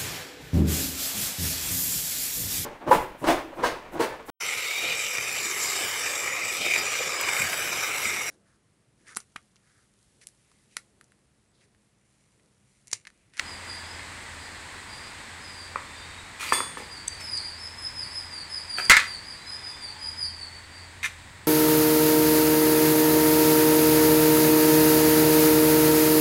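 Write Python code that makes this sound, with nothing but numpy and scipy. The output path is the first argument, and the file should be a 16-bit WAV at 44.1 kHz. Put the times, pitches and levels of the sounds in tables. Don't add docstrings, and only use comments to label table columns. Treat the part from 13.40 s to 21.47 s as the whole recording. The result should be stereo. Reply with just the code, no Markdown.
import sys
import numpy as np
from scipy import signal
from scipy.fft import rfft, irfft
from scipy.io import wavfile

SR = 44100
rng = np.random.default_rng(int(sys.argv[2]) if len(sys.argv) > 2 else 0)


def int16_out(signal):
    q = np.round(np.clip(np.atleast_2d(signal).T, -1, 1) * 32767)
    wavfile.write(sys.argv[1], SR, q.astype(np.int16))


N = 355886


def from_db(db):
    return 10 ** (np.asarray(db) / 20)


def rms_one(x):
    return x / np.sqrt(np.mean(x ** 2) + 1e-20)


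def in_time(rows):
    return np.interp(np.arange(N) / SR, *np.transpose(rows))


def at_hz(points, hz):
    known_hz, value = np.transpose(points)
    return np.interp(np.log(np.maximum(hz, 1)), np.log(known_hz), value)


def drift(rate):
    knots = rng.standard_normal(4000)
    return np.interp(np.arange(N) / SR * rate, np.arange(len(knots)), knots)


def convolve(x, response):
    return signal.fftconvolve(np.atleast_2d(x), np.atleast_2d(response), axes=-1)[:, :N]


def colour(x, points, size=4096):
    gains = from_db(at_hz(points, np.fft.rfftfreq(size, 1 / SR)))
    cepstrum = irfft(np.log(gains))
    cepstrum[1:size // 2] *= 2
    cepstrum[size // 2 + 1:] = 0
    return convolve(x, irfft(np.exp(rfft(cepstrum))))


def add(track, s, sound):
    start = max(int(s * SR), 0)
    track[..., start:start + sound.shape[-1]] += sound[..., :N - start]


def struck(hits, modes, spread_db, contact_s):
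    out = np.zeros(N)
    t = np.arange(int(SR * max(t60 for _, _, t60 in modes))) / SR
    rise = 1 - np.exp(-(t / contact_s) ** 2)
    for s, level_db in hits:
        for k, (hz, mode_db, t60) in enumerate(modes):
            strength_db = level_db + mode_db + spread_db * rng.standard_normal()
            envelope = rise * from_db(strength_db - 60 * t / t60)
            add(out, s, (-1) ** k * envelope * np.sin(2 * np.pi * hz * t))
    return out


def bursts(hits, t60):
    power, t = np.zeros(N), np.arange(SR // 2) / SR
    for s, level_db in hits:
        add(power, s, from_db(level_db - 60 * t / t60) ** 2)
    return np.sqrt(power) * rng.standard_normal((2, N))


def dying_runs(events, gap_s, count=4):
    uneven = rng.uniform(-.15, .15, (len(events), count))
    return [(s + gap_s * (k + (k > 0) * nudge[k]), level_db - loss_db * k)
            for (s, level_db, loss_db), nudge in zip(events, uneven) for k in range(count)]


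def whistles(calls, bend, waver, rasp, flutter_db, overtone_db, swell):
    out = np.zeros(N)
    wobble, tremor, flutter = waver * drift(120), rasp * drift(480), flutter_db * drift(90)
    for s, length, held_hz, end_hz, level_db in calls:
        progress = np.linspace(0, 1, int(length * SR))
        now = np.clip(int(s * SR) + np.arange(len(progress)), 0, N - 1)
        slide_hz = held_hz + (end_hz - held_hz) * progress ** bend
        hz = slide_hz * (1 + wobble[now] + progress * tremor[now])
        phase = 2 * np.pi * np.cumsum(hz) / SR
        envelope = from_db(level_db + flutter[now]) * np.sqrt(np.abs(np.sin(np.pi * progress ** swell)))
        add(out, s, envelope * (np.sin(phase) + from_db(overtone_db) * np.sin(2 * phase)))
    return out


def yard():
    hiss_tone = [(30, -20.5), (140, -6.5), (280, -4.5), (420, -7.5), (700, -6.5), (930, -1), (1300, -4.5),
                 (1950, 1), (2900, -8.5), (4500, -8.5), (5800, -18), (8100, -13.5), (10500, -27.5),
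                 (15500, -50)]
    hiss_level = [(0, -36), (1.1, -36), (2.9, -38), (6.0, -39.5), (8.07, -42)]
    rumble_tone = [(15, -14), (35, -3), (60, -0.5), (110, 0), (200, -10), (400, -19), (900, -43.5)]
    hiss = rms_one(colour(rng.standard_normal((2, N)), hiss_tone))
    hiss *= from_db(in_time(hiss_level) + .5 * drift(5.5))
    rumble = rms_one(colour(rng.standard_normal(N), rumble_tone))
    rumble *= from_db(-53.5 + 1.4 * drift(4.3))
    return hiss + rumble


def far_engine():
    hum_level = [(0, -50.5), (.6, -50), (1.5, -57.5), (2.2, -52), (3.1, -57), (4.5, -51), (5.9, -59.5),
                 (7.0, -49), (8.07, -54.5)]
    hum_hz, waver = 85.4, .028
    phase = 2 * np.pi * np.cumsum(hum_hz * (1 + waver * drift(14))) / SR
    flutter = from_db(1.5 * drift(13))
    return rms_one(np.sin(phase) * flutter) * from_db(in_time(hum_level))


def chicks():
    peeps = [(.04, 5010, 295, -39), (.26, 4845, 150, -33.5), (.44, 5080, 245, -43),
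             (0.959, 4880, 200, -46.5), (1.47, 4800, 80, -40.5), (1.58, 4950, 250, -47),
             (2.0, 5050, 304, -40.5), (2.13, 4830, 250, -40), (2.559, 4740, 202, -44),
             (3.055, 4720, 40, -29.5), (3.36, 4960, 398, -44.5), (3.48, 4820, 351, -36.5),
             (3.659, 4680, 150, -36), (3.79, 5196, 344, -32.5), (3.885, 4954, 690, -26.5),
             (4.002, 4856, 406, -32), (4.169, 5214, 200, -32.5), (4.36, 5110, 49.7, -29.5),
             (4.54, 5120, 550, -28.5), (4.70, 5120, 250, -29.5), (4.898, 4840, 393, -31.5),
             (5.081, 5110, 505, -29), (5.274, 4820, 450, -26.5), (5.375, 4783, 101, -25),
             (5.647, 4765, 360, -30.5), (5.83, 4900, 310, -35), (6.05, 5020, 60.3, -31),
             (6.205, 4955, 149, -33), (6.385, 4804, 398, -32), (6.581, 4927, 116, -29),
             (6.755, 5040, 700, -26), (6.944, 4610, 199, -34), (7.09, 4590, 150, -45),
             (7.301, 4700, 247, -41.5)]
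    peep_s = .115
    calls = [(s, peep_s, hz, hz - drop_hz, level_db) for s, hz, drop_hz, level_db in peeps]
    return from_db(0.64) * whistles(calls, bend=2.5, waver=0.0032, rasp=.027, flutter_db=2.25,
                                    overtone_db=-18, swell=1.43)


def far_birds():
    # t/s, length/s, first pitch/Hz, end pitch/Hz, relative level/dB
    calls = [(.35, 0.26, 3460, 3220, -49), (2.45, 0.48, 3590, 3890, -45.5), (5.95, 0.25, 3950, 4220, -43.5),
             (6.10, 0.52, 3610, 3440, -48.5), (6.48, 0.5, 3200, 3150, -52), (6.46, 0.34, 840, 913, -47.5)]
    return from_db(-1) * whistles(calls, bend=1.3, waver=0.011, rasp=0.0086, flutter_db=4.5,
                                  overtone_db=-30, swell=1.0)


def knocks():
    hits = [(0.594, -24, 1830), (2.3583, -12.5, 1054), (2.828, -28.5, 68.4), (3.03, -26, 1150),
            (3.1226, -2, 976), (3.204, -10.5, 1044), (3.371, -17, 990), (3.402, -24.5, 470),
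            (3.421, -29.5, 458), (5.384, -11.5, 1444), (5.399, -14.5, 1400)]
    tones = [(.93, -4.5, 0.019), (1.16, 4, 0.011), (.52, -19, 0.072), (.38, -20.5, 0.033),
             (.26, -26, 0.077), (1.8, -8.5, 0.033), (2.25, -13, 0.016), (3.9, -30, 0.0054)]
    out = np.zeros(N)
    for s, level_db, hz in hits:
        modes = [(hz * ratio, db, t60) for ratio, db, t60 in tones]
        out += struck([(s, level_db)], modes, spread_db=4.0, contact_s=0.00042)
    return out


def scrapes():
    drags = [(2.992, 0.06, -29.5), (3.04, .085, -32.5), (3.123, .012, -20.5), (3.369, 0.041, -38.5),
             (3.796, .025, -38.5), (5.374, 0.026, -29)]
    grit_tone = [(100, -11), (700, -9.5), (1150, 8), (1600, -2.5), (2300, 10.5), (3100, 0), (6000, -7),
                 (9000, -8.5), (12000, -17.5), (15500, -30)]
    pressure = np.zeros(N)
    for s, length, level_db in drags:
        arch = np.abs(np.sin(np.linspace(0, np.pi, int(length * SR)))) ** .5
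        add(pressure, s, from_db(level_db) * arch)
    grains = rng.standard_normal((2, N)) * from_db(3.9 * drift(450))
    return pressure * rms_one(colour(grains, grit_tone))


def shaft_ring():
    hits = [(3.1305, -25.5)]
    modes = [(2560, -5, .25), (3457, 1.5, .55), (4148, -12, .55), (4702, -3, .3), (5200, -10.5, .55),
             (6374, -15, .34), (6683, -6, .58), (8075, -7, .55), (8145, -8, .38), (8803, 1, .58),
             (9464, -7, .3), (10330, -18, .33), (11670, -15, .36), (12980, -16.5, .28)]
    return from_db(0.5) * struck(hits, modes, spread_db=.5, contact_s=.0008)


def spring_snaps():
    hits = [(3.6772, -22), (3.6806, -8), (3.686, -38), (3.808, -28), (3.975, -23.5), (5.4525, -22)]
    modes = [(1800, -28, 0.011), (3630, -7, 0.0079), (6220, -1, 0.015), (7800, -3, 0.012),
             (8620, -2.5, 0.005), (11200, -22, 0.0062)]
    balance = [
        [-6],
        [1.0],
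    ]
    return from_db(balance) * struck(hits, modes, spread_db=1.0, contact_s=.0003)


def clatter():
    landings = [(5.4968, 5.5, 3), (5.5672, -2, 12), (5.599, -15.5, 19)]
    crash_tone = [(45, -8), (95, -14), (170, -18), (320, -21), (460, -12.5), (750, -14), (1050, -1),
                  (2050, 13.5), (2900, -0.5), (4300, 1), (5400, -7.5), (6600, -6.5), (9000, -12),
                  (11500, -19), (15500, -35)]
    tray_tone = [(100, -39), (760, -16), (1000, -5), (1500, 2), (2050, 7.5), (2900, -8.5), (4200, -6.5),
                 (5500, -14), (9000, -22), (15000, -57)]
    base_modes = [(50, -1.5, 0.13), (165, -5, .05), (290, -1, .04), (637, -2, .08)]
    part_modes = [(525, -20, .4), (950, -14, .35), (1152, -7, .4), (1246, -8, .3), (1333, -8, .3),
                  (1423, -6, .32), (1540, -9, .3), (1618, -6, .33), (1740, -3, .32), (1830, -7, .3),
                  (2010, 0, .34), (2137, -2, .33), (2280, -5, .3), (2492, -7, .35), (2677, -10, .3),
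                  (3194, -13, .3), (4051, -9, .27), (5170, -14, .3), (5771, -18, .3)]
    touches = dying_runs(landings, gap_s=.0075)
    crash = from_db(2.0) * colour(bursts(touches, t60=0.039), crash_tone)
    tray = from_db(-2.0) * colour(bursts(touches, t60=0.23), tray_tone)
    first_landing_s, thump_db = landings[0][0], -20
    thump = struck([(first_landing_s, thump_db)], base_modes, spread_db=1.0, contact_s=.001)
    ring = from_db(-23.5) * struck(touches, part_modes, spread_db=4.5, contact_s=.0003)
    return crash + tray + thump + ring


def slips():
    jerks = [(7.630, -15, 1.5), (7.6428, -13, 2), (7.6546, -11, 7.5)]
    grit_tone = [(100, -28), (700, -27), (1100, -2), (2400, 9), (3100, -1), (4000, -4), (4900, -9),
                 (6000, -5), (11000, -15), (15500, -34)]
    modes = [(1060, -19, 0.017), (1750, -7.5, 0.038), (2070, -5, 0.026), (2450, -5, 0.022),
             (3710, -12, 0.016), (6020, -14, 0.012), (8000, -18, 0.0067), (10700, -32, .012)]
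    chatter = dying_runs(jerks, gap_s=0.0042)
    grit = from_db(-8) * colour(bursts(chatter, t60=0.1), grit_tone)
    return grit + from_db(0.5) * struck(chatter, modes, spread_db=3.0, contact_s=0.00032)


def shelter(x, bands=9):
    fade_times = [(150, 0.87), (1000, 0.31), (2200, 0.31), (5000, 0.51), (9500, 0.32), (15000, 0.54)]
    t, echo = np.arange(int(.6 * SR)) / SR, 0
    edges_hz = np.geomspace(100, 16000, bands + 1)
    for low, high in zip(edges_hz, edges_hz[1:]):
        band_filter = signal.butter(2, [low, high], "band", fs=SR, output="sos")
        band = signal.sosfilt(band_filter, rng.standard_normal((2, len(t))))
        t60 = at_hz(fade_times, np.sqrt(low * high))
        echo = echo + band * from_db(-60 * t / t60)
    echo *= 1 - np.exp(-t / 0.0013)
    echo /= np.sqrt(np.sum(echo ** 2, axis=1, keepdims=True))
    return convolve(x, echo)


def scene():
    peeps, thuds, fall, jerks, drags = chicks(), knocks(), clatter(), slips(), scrapes()
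    snaps = spring_snaps()
    to_walls = (from_db(0.5) * peeps + from_db(-5.0) * thuds + from_db(0.5) * drags
                + from_db(-17.0) * snaps + from_db(-15.5) * fall + from_db(-14) * jerks)
    direct = from_db(-3.0) * peeps + thuds + drags + shaft_ring() + snaps + fall + jerks
    return direct + shelter(to_walls) + far_birds() + yard() + far_engine()


def record(dry):
    right_mic = [(60, -1.5), (200, -6), (400, -10.5), (700, -11.5), (1300, -17.5), (2300, -16.5),
                 (3500, -12), (4800, -10), (6300, -5), (8100, 2.5), (10000, 0.5), (15000, 6)]
    cutoff_hz = 15700
    both_sides = np.vstack([dry[0], colour(dry[1], right_mic)[0]])
    clipped = np.clip(both_sides, -1, 1)
    return signal.sosfilt(signal.ellip(10, .1, 80, cutoff_hz, fs=SR, output="sos"), clipped)


dry = scene()
out = record(dry)
int16_out(out)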